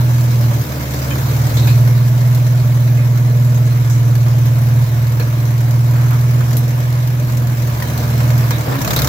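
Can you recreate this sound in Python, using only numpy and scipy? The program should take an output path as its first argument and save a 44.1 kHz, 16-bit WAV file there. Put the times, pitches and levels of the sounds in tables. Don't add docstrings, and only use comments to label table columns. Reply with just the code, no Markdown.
import sys
import numpy as np
from scipy import signal
from scipy.fft import rfft, irfft, next_fast_len
from scipy.io import wavfile
from scipy.ndimage import uniform_filter1d

SR = 44100
rng = np.random.default_rng(int(sys.argv[2]) if len(sys.argv) > 2 else 0)


def invert_db(x):
    u = np.asarray(x, float) / 20
    return 10 ** u


def file_out(sig):
    cols = np.atleast_2d(sig).T
    lim = np.clip(cols, -1, 1)
    pcm = np.round(lim * 32767).astype(np.int16)
    wavfile.write(sys.argv[1], SR, pcm)


N = 400428
T = np.arange(N) / SR
FAST = next_fast_len(N)
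HZ = np.fft.rfftfreq(FAST, 1 / SR)
LUG_DB = 1.2

# [t/s, speed/(turns/s)]
SPEED = [(0.0, 20.229), (0.34, 20.014), (0.9, 18.169), (1.39, 19.231), (2.24, 20.225), (3.09, 19.931),
         (3.43, 20.104), (3.94, 19.67), (4.62, 19.784), (4.96, 19.423), (5.64, 19.688), (6.15, 20.097),
         (7.17, 20.289), (7.85, 19.665), (8.36, 19.945), (8.65, 19.399), (8.92, 17.269), (9.08, 18.176)]
# [t/s, load/dB]
LOAD = [(0, 1), (.78, 1), (1.11, 2.5), (1.67, 3.5), (1.95, .5), (3.16, -1), (4.45, 0), (5.79, 0), (6.15, 1),
        (6.55, .5), (7.18, -0.5), (7.74, 1.5), (8.02, 3.5), (8.42, 3), (8.72, 3), (8.88, 4.5), (9.0, 6.5),
        (9.08, 4.5)]
# [t/s, order 6 boom level/dB, order 7 uneven firing level/dB]
PIPE = [(0, -12, -30), (.45, -11.5, -25), (.625, -15, -18), (.655, -33, -25), (.9, -42, -23.5),
        (1.22, -18.5, -18), (1.73, -9, -17), (2.2, -11, -22), (4.75, -11, -20.5), (5.25, -14.5, -23.5),
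        (6.05, -10.5, -22), (6.9, -14.5, -27), (7.62, -14, -27.5), (7.85, -21, -26), (8.36, -10.5, -21),
        (8.6, -17, -24.5), (8.83, -35, -27.5), (9.08, -24, -18.5)]
# [order, index of main order (0: 4, 1: 6, 3: 11), offset/dB]
ORDER_RIDERS = [(2, 0, -30), (3, 0, -25), (5, 1, -31), (9, 0, -18.5), (10, 3, -13.5), (12, 3, -6),
                (13, 0, -18), (15, 0, -14), (16, 0, -17), (18, 3, -14.5), (22, 3, -16.5), (24, 3, -16.5),
                (25, 3, -19.5), (30, 3, -12), (31, 3, -15.5), (32, 3, -15)]
ORDER_LAG = {4: .1, 5: .74, 6: .32, 7: .35, 8: .62, 11: .85}
# [t/s, width/s,
# level/dB]
ORDER_11_DIPS = [(.1, 0.23, -3.5), (.55, 0.091, -1), (1.35, 0.12, -4), (2.42, 0.19, -4), (4.15, .3, -5),
                 (5.3, 0.51, -5), (6.0, 0.35, -4), (7.0, 0.23, -14.5), (7.6, .25, -4), (1.5, .04, -10),
                 (3.87, 0.044, -14), (4.87, 0.046, -12), (8.1, 0.37, 2), (8.75, .12, -3)]
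# [t/s, boom lost/0-1, recovery/s, thump level/dB]
MISFIRES = [(.515, 0.6, .025, -26), (.58, .6, 0.018, -26), (.63, 0.8, 0.026, -32), (1.41, 0.1, 0.013, -30),
            (1.49, 0.85, 0.037, -25), (1.58, 0, 0.012, -30), (2.62, 0.4, 0.027, -17), (2.99, 0, 0.013, -28),
            (3.82, 0.3, 0.054, -22), (4.841, 0.44, 0.099, -17), (5.19, 0, .03, -28),
            (6.44, 0.4, 0.035, -16), (7.27, 0.5, 0.036, -21), (7.54, 0.64, 0.042, -20),
            (7.73, 0.2, 0.029, -15), (8.42, 0.1, .03, -13), (8.51, .8, 0.014, -24), (8.62, .4, 0.03, -23),
            (8.635, 0.7, 0.036, -30), (8.46, .5, .02, -30), (8.56, .5, .015, -30), (8.72, .2, .03, -19),
            (8.86, 0.2, .03, -24)]
CRANK_JOLTS = [1.49, 2.62, 3.82, 4.84, 6.44, 7.27, 7.54, 7.73, 8.42]
VALVE_TICKS = [(.19, 1.3), (.69, .7), (.86, .5), (1.19, .6), (1.65, .7), (1.86, .6)]
# [f/Hz, level/dB per Hz]
RUMBLE_SPECTRUM = [(20, -34), (45, -8.5), (100, -4), (150, 4), (190, -2.5), (260, -2.5), (310, -1),
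                   (380, -7.5), (490, -4), (545, -5.5), (605, -2), (720, -14), (850, -11), (1100, -49)]
BLOCK_SPECTRUM = [(410, -32), (700, 0.5), (792, -6), (1000, -0.5), (1260, -3.5), (1670, -4), (2000, -7),
                  (2150, -5.5), (2730, -12), (3300, -15), (4290, -19), (7260, -120)]
FIZZ_SPECTRUM = [(1590, -12.5), (2700, -7.5), (4170, -0.5), (4600, -2), (5760, -1), (6210, 0.5), (6940, -4),
                 (7650, -2), (8310, -12.5), (8890, -11.5), (11800, -3), (14800, 0.5), (15500, -1),
                 (16200, -15)]
# [f/Hz, width/Hz, level/dB]
CASTINGS = [(491, 40, 3), (602, 40, 6), (965, 58, 5.5), (1172, 48, -0.5), (1690, 65, 2.5), (2135, 56, -0.5),
            (2474, 35, -1.5), (3140, 90, -9), (3760, 46, -5), (4260, 60, -10), (5350, 85, -6),
            (6130, 140, -11), (7360, 170, -10.5)]
# [t/s, peak level/dB, low share/dB]
KNOCKS = [(0.9083, -25.5, -9), (1.105, -23, -4), (1.5703, -22, -6), (1.672, -24, -2), (1.8745, -24, -4),
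          (2.3474, -19.5, -14), (3.5446, -25, -13), (3.899, -22, -6), (4.153, -22.5, -3), (5.1975, -23, -4),
          (5.5797, -27, -11), (5.7084, -24, -12), (6.1075, -28, -2), (6.1305, -27, 1), (6.4053, -29, 0),
          (6.5301, -19, -6), (6.568, -17, -13), (6.6787, -26, -9), (6.8034, -25, -4), (0.6908, -28, -10),
          (0.7991, -29, -6), (1.0186, -26, -12), (4.4568, -30, -8), (4.6169, -27, -10), (5.0684, -26, -6),
          (5.1198, -29, -6), (7.8015, -32, 8), (7.8228, -31, 7), (8.2038, -23.5, 5.5), (8.303, -29, 6),
          (8.507, -21, 1), (8.806, -25, 0)]
# [t/s, peak level/dB, ringing f/Hz]
BUMPS = [(0.103, -17, 593), (0.403, -14, 577), (0.511, -10, 576), (1.364, -19, 470), (1.493, -27, 353),
         (1.874, -16, 587), (2.772, -20, 576), (3.471, -28, 378), (4.262, -12.5, 353), (5.199, -14, 480),
         (6.107, -19, 587), (6.404, -16, 355), (6.733, -23, 517), (7.194, -22, 576), (7.442, -20, 711),
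         (8.0, -30, 592), (8.101, -22, 580), (8.302, -15, 500), (8.431, -16, 510), (8.507, -10.5, 490),
         (8.552, -24, 358), (8.673, -18, 421), (8.806, -14, 960), (8.876, -10.5, 700), (8.907, -15, 384),
         (8.965, -19, 486)]
# [t/s, peak level/dB, low share/dB]
SLACK = [(6.9253, -21, -12), (7.0734, -19, -16), (7.1967, -23, -10), (7.246, -26, -8), (7.3204, -21, -7),
         (7.3703, -16, -12), (7.47, -21, -9), (7.5698, -31, -3), (7.6207, -19, -12), (7.6716, -20, -11),
         (7.7709, -27, -5), (7.8013, -26, -8), (7.8227, -18, -7), (7.8736, -23, -8), (7.8996, -23, -6),
         (7.9754, -14, -14), (8.1764, -23, -5), (8.2767, -22, -9), (8.3031, -25, -4), (8.378, -16, -14),
         (8.4802, -24, -8), (8.5057, -18, -8), (8.5815, -19, -12), (8.6084, -21, -9)]
# [t/s, peak level/dB, low share/dB, ringing f/Hz]
SILL_RATTLE = [(8.7222, -23, -2, 3550), (8.7536, -21, -5, 2520), (8.784, -24, -7, 3770),
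               (8.815, -14.5, -14, 5920), (8.8459, -13, -10, 2500), (8.8748, -11.5, -12, 4280),
               (8.9053, -10, -9, 3770), (8.9317, -13, -9, 6540), (8.9616, -8, -13, 3790),
               (8.9891, -10, -8, 4390), (9.018, -10, -12, 3780), (9.0439, -10.5, -11, 6100),
               (9.0724, -12, -11, 3810)]
# [t/s, peak level/dB, f/Hz]
TAPPET_PINGS = [(4.3392, -31, 11900), (4.457, -26, 12100), (4.5842, -31, 12100), (4.6585, -34, 12300),
                (4.7867, -30, 12100), (4.9159, -32, 12800), (5.0686, -29, 12000), (5.12, -30, 12200),
                (5.1968, -31, 11800), (5.2751, -32, 13500), (5.4268, -31, 11600), (5.4787, -32, 12100),
                (5.5046, -34, 11800), (5.5809, -30, 13100), (5.7081, -33, 12400), (5.8089, -30, 12300),
                (5.8817, -33, 12600), (5.9087, -31, 12500), (5.982, -33, 13100), (6.0823, -29, 12900),
                (6.1072, -23, 12400), (6.1317, -28, 12700), (6.1806, -31, 13400), (6.2065, -30, 12100),
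                (6.2314, -33, 12800), (6.2803, -32, 12900), (6.3058, -29, 12100), (6.4055, -30, 12500),
                (6.5298, -26, 13000), (6.5687, -17, 12200), (6.6799, -30, 12600), (6.7777, -33, 13000),
                (6.8026, -30, 11700), (6.9264, -30, 12900)]
# [t/s, level/dB, f/Hz, length/s]
SQUEAKS = [(.8, -36.5, 2140, 0.12), (1.107, -28, 2460, .03), (1.108, -32, 3100, .033),
           (1.1, -33, 1710, 0.05), (1.571, -34, 2100, .03), (2.971, -35.5, 2500, .077),
           (2.971, -37, 2130, .05), (5.19, -32, 1650, .05), (6.568, -31, 12200, .025),
           (6.59, -33, 13790, .012), (7.819, -25, 1890, 0.022)]
# [t/s, level/dB, f/Hz, width/Hz, length/s]
ROUGH_TONES = [(1.015, -34, 5000, 400, 0.044), (1.568, -24.5, 3870, 850, 0.045), (1.627, -29, 3900, 600, .035),
               (1.672, -26.5, 4000, 1500, .05), (1.672, -28, 2500, 220, 0.06), (3.55, -32.5, 6540, 300, 0.027),
               (3.897, -31, 6400, 2200, 0.078), (6.405, -27, 1450, 700, .025), (6.109, -25.5, 1200, 900, .06),
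               (6.53, -25, 6800, 600, 0.006), (6.567, -18, 12500, 3000, 0.0063), (6.57, -27, 11500, 2500, 0.03),
               (1.55, -34.5, 7500, 700, .07), (1.72, -32, 4250, 150, .02), (8.507, -30, 2180, 220, 0.046),
               (8.51, -30, 3800, 400, 0.061), (8.677, -28, 270, 29, 0.13), (8.777, -32, 280, 30, 0.084),
               (8.68, -19.5, 125, 3, 0.12), (8.87, -21.5, 160, 9.9, 0.094), (8.97, -21, 145, 8.9, .1),
               (8.82, -20.5, 112, 14, .07), (3.98, -33, 300, 40, .13), (8.65, -27, 1100, 1800, 0.16),
               (8.672, -23, 800, 900, .03), (8.715, -21, 900, 1000, .02), (8.745, -27, 1900, 1200, .03),
               (5.95, -31, 1200, 1300, .17), (5.197, -31, 4300, 500, .03), (5.197, -31, 2500, 400, .03),
               (8.66, -23.5, 450, 650, .12), (8.962, -21, 4100, 1300, 0.033)]
# [f/Hz, likeness/0-1, left lead/rad]
PORT_LIKENESS = [(25, 0.7, 2), (99, 1, 1.1), (280, 0.97, 0.13), (470, 0.82, 1.13), (820, 0.57, 1.18),
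                 (1250, 0.44, 2.5), (1630, 0.17, 2.8), (2100, 0.04, 3.2), (5000, 0.04, 1.2)]
# [f/Hz, left minus right level/dB]
PORT_TILT = [(60, -1.5), (110, -3), (200, 0.5), (380, -1.5), (700, 0.5), (1290, -4.5), (2380, -0.5),
             (4400, 0.5), (8120, 1), (12000, 4), (15000, 3.5)]


def crank():
    return np.cumsum(np.interp(T, *np.transpose(SPEED))) / SR


def exhaust(turns):
    kept_log, thump = misfires()
    mono = np.sqrt(2) * boom_orders(turns) * np.exp(kept_log) + thump
    late_left = np.roll(mono, shift=8)
    return np.array([late_left, mono]) * invert_db([[-.7], [.7]])


def boom_orders(turns):
    decimation = 16
    t, turns = T[::decimation], turns[::decimation]
    level_db = order_levels(t)
    jolt_s, lurch_turns, order_4_lurch_turns = .03, .015, .33
    jolt = dips(t, [(s, jolt_s, 1) for s in CRANK_JOLTS])
    turns = turns + lurch_turns * jolt
    boom = np.zeros(len(t))
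    for order, db in zip((4, 6, 7, 11, 8), level_db):
        phase = order * turns - ORDER_LAG[order]
        if order == 4:
            phase = phase + order_4_lurch_turns * jolt
        boom += invert_db(db) * np.cos(2 * np.pi * phase)
    for order, main, offset_db in ORDER_RIDERS:
        order = round(order)
        wobble = 0.0031 * order * drift(6, t)
        phase = order * turns + wobble - ORDER_LAG.get(order, rng.random())
        boom += invert_db(level_db[round(main)] + offset_db + 1.8 * drift(5, t)) * np.cos(2 * np.pi * phase)
    flutter_db = (0.4 + 0.2 * lug(t)) * drift(25, t)
    return signal.resample_poly(boom * invert_db(flutter_db), decimation, 1)[:N]


def order_levels(t):
    s, boom_db, uneven_db = np.transpose(PIPE)
    boom_db, uneven_db = np.interp(t, s, boom_db), np.interp(t, s, uneven_db)
    bog_db = dips(t, [(8.84, 0.16, -13)])
    fourth_db = -32 + 1.7 * load(t) + LUG_DB * lug(t) + bog_db
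    full_boom_db = -11
    eleventh_db = -33 + 0.14 * (boom_db - full_boom_db) + dips(t, ORDER_11_DIPS)
    eighth_db = -35.5 + 1.3 * load(t)
    return fourth_db, boom_db, uneven_db, eleventh_db, eighth_db


def misfires():
    kept_log, thump, t = np.zeros(N), np.zeros(N), T[:SR // 4]
    for s, lost, recovery_s, thump_db in MISFIRES:
        sag = (1 - np.exp(-(t / 0.0086) ** 2)) * np.exp(-(t / recovery_s) ** 2)
        add(kept_log, s, np.log(1 - np.clip(lost, 0, .97) * sag))
        swell = t / 0.0097 * np.exp(1 - t / 0.0067)
        add(thump, s, invert_db(thump_db - 8.0) * np.sin(2 * np.pi * 70 * t) * swell)
    return kept_log, thump


def load(t):
    return np.interp(t, *np.transpose(LOAD))


def lug(t):
    governed_tps, most_tps = 19.76, 1.3
    return np.clip(governed_tps - np.interp(t, *np.transpose(SPEED)), 0, most_tps)


def dips(t, rows):
    return sum(depth * np.exp(-((t - s) / width_s) ** 2) for s, width_s, depth in rows)


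def drift(top_hz, times):
    t = T[::256]
    slow = np.zeros(len(t))
    for f in np.geomspace(top_hz / 20, top_hz, num=20):
        slow += np.sin(2 * np.pi * (f * t + rng.random())) / np.sqrt(f)
    return np.interp(times, t, evened(slow))


def clatter(turns):
    ticks = valve_ticks(turns)
    rumble = ports(np.sqrt(1 + 0.35 * ticks), invert_db(read(RUMBLE_SPECTRUM, HZ)))
    block = ports(np.sqrt(1 + 0.68 * ticks), invert_db(read(BLOCK_SPECTRUM, HZ)))
    fizz = ports(np.sqrt(1 + 2.1 * ticks), invert_db(read(FIZZ_SPECTRUM, HZ)))
    ringing = ports(np.sqrt(0.2 + ticks), castings())
    rumble_db = -31.6 + 0.97 * load(T) + LUG_DB * lug(T)
    block_db = -33.5 + load(T)
    walls_db = -0.27 * T
    fizz_db = -34 + 1.25 * load(T) + walls_db
    mix = invert_db(rumble_db) * patchy(rumble, 1.2)
    mix += invert_db(block_db) * patchy(block + invert_db(-8.5) * ringing, 1.4)
    return mix + invert_db(fizz_db) * patchy(fizz, 2.15)


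def valve_ticks(turns):
    train = np.zeros(N)
    for at, strength in VALVE_TICKS:
        hits = np.flatnonzero(np.diff(np.floor((turns - at) / 2)))
        jitter, size = rng.standard_normal((2, len(hits)))
        hits = np.clip(hits + (40 * jitter).astype(int), 0, N - 1)
        train[hits] += strength * invert_db(3.3 * size)
    strays_per_s = 4
    stray = (rng.random(N) < strays_per_s / SR) * invert_db(4.4 * rng.exponential(1, N)) * 0.3
    return signal.oaconvolve(train + stray, np.exp(-T[:2000] / 0.0088))[:N]


def castings():
    return sum(invert_db(db) / (1 + (2 * (HZ - hz) / width_hz) ** 2) for hz, width_hz, db in CASTINGS)


def ports(envelope, colour):
    a, b = rfft(rng.standard_normal((2, N)) * envelope, FAST)
    f, likeness, lead_rad = np.transpose(PORT_LIKENESS)
    same = np.clip(np.interp(HZ, f, likeness), 0, 1)
    shared = same * a * np.exp(-1j * np.interp(HZ, f, lead_rad))
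    pair = np.array([a, shared + np.sqrt(1 - same ** 2) * b])
    pair *= colour * invert_db(np.array([[.5], [-.5]]) * read(PORT_TILT, HZ))
    return evened(irfft(pair, FAST)[:, :N])


def patchy(x, patch_db):
    z = signal.stft(x.astype(np.float32), nperseg=512)[2]
    field = rng.standard_normal(z.shape[1:])
    field = uniform_filter1d(field, size=4, axis=0)
    field = evened(uniform_filter1d(field, size=8, axis=1))
    return evened(signal.istft(z * invert_db(patch_db * field), nperseg=512)[1][:, :N])


def chassis():
    bright, dull, rung = np.zeros(N), np.zeros(N), np.zeros((2, N))
    knocks(bright, dull)
    bumps(dull, rung)
    loose_strikes(bright, dull, rung)
    tappet_pings(rung)
    for s, db, hz, length_s in SQUEAKS:
        add(rung, s, rough_tone(db, hz, 150, length_s))
    for s, db, hz, width_hz, length_s in ROUGH_TONES:
        add(rung, s, rough_tone(db, hz, width_hz, length_s))
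    bright_noise = patchy(ports(1, invert_db(read(FIZZ_SPECTRUM, HZ))), 3.2)
    dull_noise = ports(1, invert_db(read(BLOCK_SPECTRUM, HZ)) + castings())
    return bright * bright_noise + dull * dull_noise + rung


def knocks(bright, dull):
    t = T[:SR // 6]
    decay = .6 * np.exp(-t / .0015) + .7 * np.exp(-t / .009) + .16 * np.exp(-t / .03)
    shape = (1 - np.exp(-t / .0005)) * decay
    for s, db, low_db in KNOCKS:
        add(bright, s, invert_db(db - 5.5) * shape)
        add(dull, s, invert_db(db + low_db - 4.0) * shape)


def bumps(dull, rung):
    t = T[:SR // 6]
    shape = (1 - np.exp(-t / 0.00081)) * np.exp(-t / 0.016)
    for s, db, hz in BUMPS:
        add(dull, s, invert_db(db - 19.5) * np.exp(-t / 0.034))
        tone = np.sin(2 * np.pi * (hz * t + 0.11 * rng.random((2, 1))))
        add(rung, s, invert_db(db - 11.0) * shape * tone)


def loose_strikes(bright, dull, rung):
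    t = T[:SR // 10]
    shape = (1 - np.exp(-(t / 0.00098) ** 2)) * (np.exp(-t / 0.0051) + 0.15 * np.exp(-t / 0.034))
    for s, db, low_db in SLACK:
        add(bright, s, invert_db(db - 7.0) * shape)
        add(dull, s, invert_db(db + low_db - 12.0) * shape)
    for s, db, low_db, hz in SILL_RATTLE:
        add(bright, s, invert_db(db - 6.0) * shape)
        add(dull, s, invert_db(db + low_db - 1.0) * shape)
        add(rung, s, rough_tone(db - 10.5, hz, 600, 0.012))
        plate_hz = 1300 * rng.uniform(.8, 1.3)
        add(rung, s, rough_tone(db + low_db - 1, plate_hz, 900, .018))


def tappet_pings(rung):
    t = T[:SR // 10]
    shape = (1 - np.exp(-t / .0003)) * np.exp(-t / .0015)
    for s, db, hz in TAPPET_PINGS:
        tone = np.sin(2 * np.pi * (hz * t + rng.random((2, 1))))
        add(rung, s, invert_db(db + 4.0) * invert_db([[1.5], [-1.5]]) * shape * tone)


def rough_tone(db, hz, width_hz, length_s):
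    t = T[:round(1.5 * length_s * SR)]
    noise = rng.standard_normal((2, len(t), 2)) @ [1, 1j]
    pole = np.exp(-np.pi * width_hz / SR)
    waver = signal.lfilter([1], np.poly([pole, pole]), noise)
    steady = min(30 / width_hz, 1.5)
    waver = steady + waver / np.sqrt(np.mean(abs(waver) ** 2))
    shape = (1 - np.exp(-t / 0.0013)) * np.exp(-(t / length_s) ** 2)
    return invert_db(db) * shape * (waver * np.exp(2j * np.pi * hz * t)).real


def evened(x):
    return x / np.sqrt(np.mean(x ** 2) + 1e-20)


def read(points, hz):
    f, value = np.transpose(points)
    return np.interp(np.log(hz + 1), np.log(f + 1), value)


def add(mix, s, sound):
    part = mix[..., round(s * SR):][..., :sound.shape[-1]]
    part += sound[..., :part.shape[-1]]


def scene():
    turns = crank()
    return exhaust(turns) + clatter(turns) + chassis()


def top_cut(x):
    return signal.sosfilt(signal.butter(12, 17000, fs=SR, output="sos"), x)


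def record(dry):
    limited = 1.65 * np.tanh(dry / 1.58)
    edge_hz = 15950
    edge = signal.firwin(301, edge_hz, window=("kaiser", 9), fs=SR)
    mix = signal.oaconvolve(limited, edge[None], "same")
    return top_cut(mix)


dry = scene()
out = record(dry)
file_out(out)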